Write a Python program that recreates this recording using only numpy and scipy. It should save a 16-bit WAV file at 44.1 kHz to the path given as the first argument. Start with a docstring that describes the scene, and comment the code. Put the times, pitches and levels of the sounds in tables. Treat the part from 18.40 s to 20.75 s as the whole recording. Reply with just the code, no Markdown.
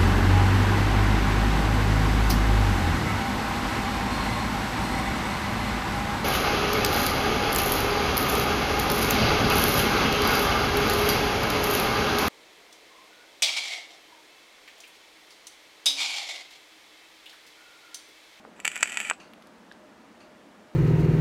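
"""Stick-slip in a small plastic device

Fingers slide a stiff part in its shell for half a second. It sticks and slips, and each release excites
the shell's resonances: a rattle of clicks over a fine rasp, ending in a dull knock at the stop.
A few tiny handling ticks follow. The quiet room holds a low hum and two far ticks a second apart,
like a clock."""
import sys
import numpy as np
from scipy import signal
from scipy.fft import rfft, irfft, next_fast_len
from scipy.io import wavfile
from scipy.ndimage import map_coordinates

SR = 44100
rng = np.random.default_rng(int(sys.argv[2]) if len(sys.argv) > 2 else 0)


def master(y):
    """Save y as 16-bit WAV."""
    cut = np.clip(np.atleast_2d(y).T, -1, 1)
    pcm = np.round(cut * 32767)  # scale
    wavfile.write(sys.argv[1], SR, pcm.astype(np.int16))


N = 103635

# clicks of the sliding part (time [s], level [dB], treble shelf [dB], crispness shelf [dB])
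CLICKS = [(0.2013, -25, -2.5, 7), (.2487, -16, -13, 16), (0.2527, -6, -0.5, 4.5), (.2651, -20, -23, 8),
          (0.2674, -22, 8, -7), (0.2779, -6, -0.5, 2.5), (.3025, -31.5, 6, -6), (.317, -22.5, -2.5, 7),
          (0.3581, -16.5, 1.5, 2), (0.365, -16.5, -13.5, 15), (.3768, -20.5, 3.5, -4), (0.4081, -23, 5, 0),
          (0.4093, -23.5, 0, -8), (0.4267, -12.5, -2, -5), (.4298, 0.7, -0.5, 0.5), (0.4574, -20.5, -7, 1),
          (.4749, -23, -2, 7), (0.497, -22.5, 0, 0), (0.5214, -20.5, -2, 6), (0.5275, -22, -1, -7),
          (0.5441, -21.5, -1, -2), (0.5723, -8, -4.5, -2), (0.6024, -12, -4.5, 6), (.6068, -24, -14, 5),
          (0.6144, -18.5, -7, 8), (.6505, -25.5, 6, -8), (.6993, -7.5, 0, -12), (0.7062, -22, -6, 7)]
# spectral envelope of a click (frequency [Hz], level [dB])
SHELL_COLOUR = [(60, -31), (300, -22.5), (700, -12), (1400, -11), (2450, -2), (3100, -9.5), (4150, -23.5),
                (5100, -24), (6600, -19), (7650, -10.5), (8700, -18), (9600, -24), (12300, -28.5),
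                (13800, -43), (16000, -49), (20000, -100)]
# resonances of the shell and the gaps between them (frequency [Hz], bandwidth [Hz], gain [dB])
SHELL_MODES = [(1090, 160, -4), (1380, 180, 6), (1930, 110, 4), (2130, 90, -9), (2300, 150, 2.5),
               (2685, 60, 4), (3015, 50, 4), (4620, 280, 10), (5900, 400, 3), (6860, 110, 7),
               (7335, 90, 6.5), (7800, 170, 8), (10430, 300, 4), (11650, 300, 4), (12350, 300, 4)]
# two contact resonances, moving as the part catches at different places (time [s], lower [Hz], upper [Hz])
CONTACT_PATH = [(.25, 2720, 7700), (.28, 2730, 7740), (.43, 1420, 6150), (.50, 2400, 7500),
                (.573, 2870, 7700), (.70, 1690, 8360)]
# shape of the lower and upper contact resonance (half-width [octaves], gain [dB])
CONTACT_SHAPE = [(0.8, 5), (0.55, 6.5)]
# strength of the fine slips between the clicks (time [s], level [dB])
SLIP_STRENGTH = [(.16, -52), (.235, -58), (.25, -40), (.30, -39), (.345, -36.5), (.42, -38), (.46, -34),
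                 (.56, -33.5), (.64, -33), (0.692, -31.5), (.71, -62)]
# dull knocks (time [s], level [dB], frequency [Hz], T60 [s])
KNOCKS = [(0.0505, -32.5, 915, 0.002), (.075, -41.5, 320, 0.024), (.194, -36.5, 824, 0.0014),
          (0.6497, -22.5, 2410, 0.013), (0.7112, -11, 1340, 0.0028), (0.7113, -15, 2450, 0.004),
          (1.3143, -37, 1660, 0.021), (1.3142, -43.5, 3780, 0.0054)]
# dry ticks under the fingers (time [s], level [dB], treble shelf [dB], crispness shelf [dB])
HANDLING_TICKS = [(0.735, -35, 4, -22), (0.9358, -34.5, -24.5, 14), (1.024, -39, -3, -2),
                  (1.072, -41.5, 12, -3), (1.323, -37, 5, -13)]
# spectral envelope of a handling tick (frequency [Hz], level [dB])
TICK_COLOUR = [(300, -10), (1500, -11.5), (2800, 4), (5200, 1), (7500, -14), (11000, -3), (16000, -23)]
# reverberation time of the room (frequency [Hz], T60 [s])
ROOM_DECAY = [(200, 0.26), (1500, 0.091), (2600, 0.17), (8000, 0.17), (14000, 0.11)]
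# far ticks (time [s], level [dB])
CLOCK_TICKS = [(.799, -47.5), (1.802, -52)]
# spectral envelope of a far tick (frequency [Hz], level [dB])
CLOCK_COLOUR = [(300, -12), (1500, -2), (2000, -12), (2700, 1), (3600, -16.5), (4550, -4), (5400, -21),
                (6250, -11.5), (7000, -20), (9000, -23), (14000, -46.5)]
# spectral envelope of the room air (frequency [Hz], level [dB])
AIR_COLOUR = [(25, -36.5), (60, -16.5), (130, -18), (200, -2), (310, -4), (410, -9.5), (600, -8.5),
              (1000, -12), (1600, -15), (2600, -20.5), (4000, -25.5), (7000, -31.5), (11300, -39),
              (15500, -46)]
# partials of the hum (frequency [Hz], rms level [dB])
HUM_PARTIALS = [(221, -69.5), (615, -66.5)]

PULSE_SAMPLES = 4096
TREBLE_HZ, CRISP_HZ, TOP_HZ = 4310, 10000, 15800
SLIP_NOMINAL_PER_S, SLIP_SPREAD_DB, SLIP_SCATTER_DB = 850, 2, -2
SLIP_TREBLE_DB, SLIP_TREBLE_RANGE_DB, SLIP_CRISP_DB = -4.5, 8.5, 1.5
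SLIP_LOWER_HZ, SLIP_UPPER_HZ = 2380, 7850  # contact resonances
KNOCK_LOW_CUT_HZ, KNOCK_HIGH_CUT_HZ, KNOCK_ATTACK_S, KNOCK_SCATTER_DB = 433, 3600, 0.00039, -10
SCATTER_DB, SCATTER_DELAY_S, SCATTER_T60_S = -7.5, 0.0015, 0.016
ROOM_DB, ROOM_DELAY_S = -16.5, 0.0031
CLOCK_T60_S, CLOCK_ATTACK_S = 0.27, 0.0013
AIR_DB, HUM_WANDER_RAD, HUM_WAVER_DB = -53, 0.58, -4


def rattle():
    """Stick-slip friction: each release is a click, its resonances set by where the part catches."""
    out = np.zeros(N)
    when, *resonances = np.transpose(CONTACT_PATH)
    for s, db, treble_db, crisp_db in CLICKS:
        contact_hz = [np.interp(s, when, hz) for hz in resonances]
        click = snap(SHELL_COLOUR, treble_db, crisp_db, SHELL_MODES, contact_hz)
        add(out, s, amp(db) * scattered(click, SCATTER_DB))
    return out


def rasp(contacts=6):
    """Micro-slip: contact points of differing hardness drive the shell with irregular impulse trains."""
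    out = np.zeros(N)
    when, strength_db = np.transpose(SLIP_STRENGTH)
    for hardness in np.linspace(-1, 1, contacts):
        gap_draw, size_draw = rng.standard_normal((200, 2)).T
        times = when[0] + np.cumsum(np.exp(.5 * gap_draw)) * contacts / SLIP_NOMINAL_PER_S
        sizes = amp(np.interp(times, when, strength_db) + SLIP_SPREAD_DB * size_draw)
        sliding = times < when[-1]
        slips = np.zeros(N)
        slips[(times[sliding] * SR).astype(int)] = sizes[sliding]
        treble_db = SLIP_TREBLE_DB + SLIP_TREBLE_RANGE_DB * hardness
        click = snap(SHELL_COLOUR, treble_db, SLIP_CRISP_DB, SHELL_MODES, (SLIP_LOWER_HZ, SLIP_UPPER_HZ))
        out += signal.fftconvolve(slips, scattered(click, SLIP_SCATTER_DB))[:N]
    return out


def knocks():
    """Damped oscillation: soft contacts ring briefly, and the small shell radiates little bass."""
    out, t = np.zeros(N), np.arange(PULSE_SAMPLES) / SR
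    band = signal.butter(4, [KNOCK_LOW_CUT_HZ, KNOCK_HIGH_CUT_HZ], 'bandpass', fs=SR, output='sos')
    for s, db, hz, t60 in KNOCKS:
        envelope = amp(-60 * t / t60) * (1 - np.exp(-t / KNOCK_ATTACK_S))
        ring = signal.sosfilt(band, envelope * np.sin(2 * np.pi * hz * t))
        add(out, s, amp(db) * scattered(ring / np.abs(ring).max(), KNOCK_SCATTER_DB))
    return out


def handling_ticks():
    """Impulsive excitation: the case ticks faintly as the grip shifts."""
    out = np.zeros(N)
    for s, db, treble_db, crisp_db in HANDLING_TICKS:
        add(out, s, amp(db) * scattered(snap(TICK_COLOUR, treble_db, crisp_db), SCATTER_DB))
    return out


def snap(colour, treble_db, crisp_db, modes=(), contact_hz=()):
    """Minimum-phase impulse response, peak 1: energy arrives at once, then rings in any resonances."""
    hz = np.fft.rfftfreq(PULSE_SAMPLES, 1 / SR)
    modes_db = sum(db / (1 + (2 * (hz - centre) / width) ** 2) for centre, width, db in modes)
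    contact_db = sum(db * np.exp(-(np.log2((hz + 1) / centre) / octaves) ** 2)
                     for centre, (octaves, db) in zip(contact_hz, CONTACT_SHAPE))
    spectrum_db = along(colour, hz) + modes_db + contact_db + brightness(hz, treble_db, crisp_db)
    cepstrum = irfft(np.log(amp(spectrum_db)))
    cepstrum[1:PULSE_SAMPLES // 2] *= 2  # folding onto positive time makes the pulse causal
    cepstrum[PULSE_SAMPLES // 2 + 1:] = 0
    pulse = irfft(np.exp(rfft(cepstrum)))
    return pulse / np.abs(pulse).max()


def brightness(hz, treble_db, crisp_db):
    """Contact hardness as two treble shelves in dB: the harder the contact, the brighter the click."""
    treble, crisp = (hz / TREBLE_HZ) ** 4, (hz / CRISP_HZ) ** 20
    return treble_db * treble / (1 + treble) + crisp_db * crisp / (1 + crisp)


def scattered(x, level_db):
    """Early reflection: hands and table return dense echoes just after the direct sound."""
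    t = np.arange(PULSE_SAMPLES) / SR - SCATTER_DELAY_S
    echo = rng.standard_normal(PULSE_SAMPLES) * amp(-60 * np.abs(t) / SCATTER_T60_S) * (t > 0)
    return x + amp(level_db) * signal.fftconvolve(x, echo / np.linalg.norm(echo))[:len(x)]


def room(x):
    """Reverberation: a small room's diffuse tail decays exponentially, each band at its own rate."""
    hz, t, bands = signal.stft(rng.standard_normal(SR // 2), SR, nperseg=256)
    decay = amp(-60 * t / along(ROOM_DECAY, hz)[:, None])
    _, tail = signal.istft(bands * decay, SR, nperseg=256)
    tail = np.pad(tail, (int(ROOM_DELAY_S * SR), 0))
    return signal.fftconvolve(x, tail / np.linalg.norm(tail))[:N]


def clock():
    """Diffuse field: far ticks arrive as room sound, each a burst of decaying noise."""
    out, t = np.zeros(N), np.arange(SR // 2) / SR
    for s, db in CLOCK_TICKS:
        envelope = amp(db - 60 * t / CLOCK_T60_S) * (1 - np.exp(-t / CLOCK_ATTACK_S))
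        add(out, s, envelope * noise(CLOCK_COLOUR, len(t)))
    return out


def hum(drifts_per_s=12):
    """Random modulation: low tones waver slowly in amplitude and phase."""
    out, t = np.zeros(N), np.arange(N) / SR
    drift = lambda: map_coordinates(rng.standard_normal(128), [t * drifts_per_s])
    for hz, db in HUM_PARTIALS:
        waver = amp(HUM_WAVER_DB * drift())
        phase = 2 * np.pi * hz * t + HUM_WANDER_RAD * drift()
        out += amp(db) * unit(waver * np.sin(phase))
    return out


def air():
    """Stationary noise: the room's steady floor, strongest at low frequencies."""
    return amp(AIR_DB) * noise(AIR_COLOUR, N)


def noise(colour, size):
    """Spectral shaping: white noise takes on a colour, at rms 1."""
    return unit(filtered(rng.standard_normal(size), lambda hz: amp(along(colour, hz))))


def filtered(x, response):
    """Linear filtering: the spectrum is multiplied by a frequency response."""
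    size = next_fast_len(len(x) + 2 * PULSE_SAMPLES)
    return irfft(rfft(x, size) * response(np.fft.rfftfreq(size, 1 / SR)), size)[:len(x)]


def along(points, hz):
    """Interpolation of (frequency, value) points on a logarithmic frequency axis."""
    frequencies, values = np.transpose(points)
    return np.interp(np.log(hz + 1), np.log(frequencies + 1), values)


def amp(db):
    """Amplitude ratio of a level in decibels."""
    return 10 ** (np.asarray(db) / 20)


def unit(x):
    """Normalisation to rms 1."""
    return x / np.sqrt(np.mean(x ** 2) + 1e-20)


def add(track, s, sound):
    """Superposition of a sound on the track, starting at s seconds."""
    start = int(round(s * SR))
    track[start:start + len(sound)] += sound[:N - start]


def scene():
    """Superposition: the near device, its reverberation and the background sum in one channel."""
    device = rattle() + rasp() + knocks() + handling_ticks()
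    return (device + amp(ROOM_DB) * room(device) + clock() + hum() + air())[None]


def record(dry):
    """Band limiting: an ideal low-pass filter removes everything above TOP_HZ."""
    return np.array([filtered(x, lambda hz: hz < TOP_HZ) for x in dry])


dry = scene()
out = record(dry)
master(out)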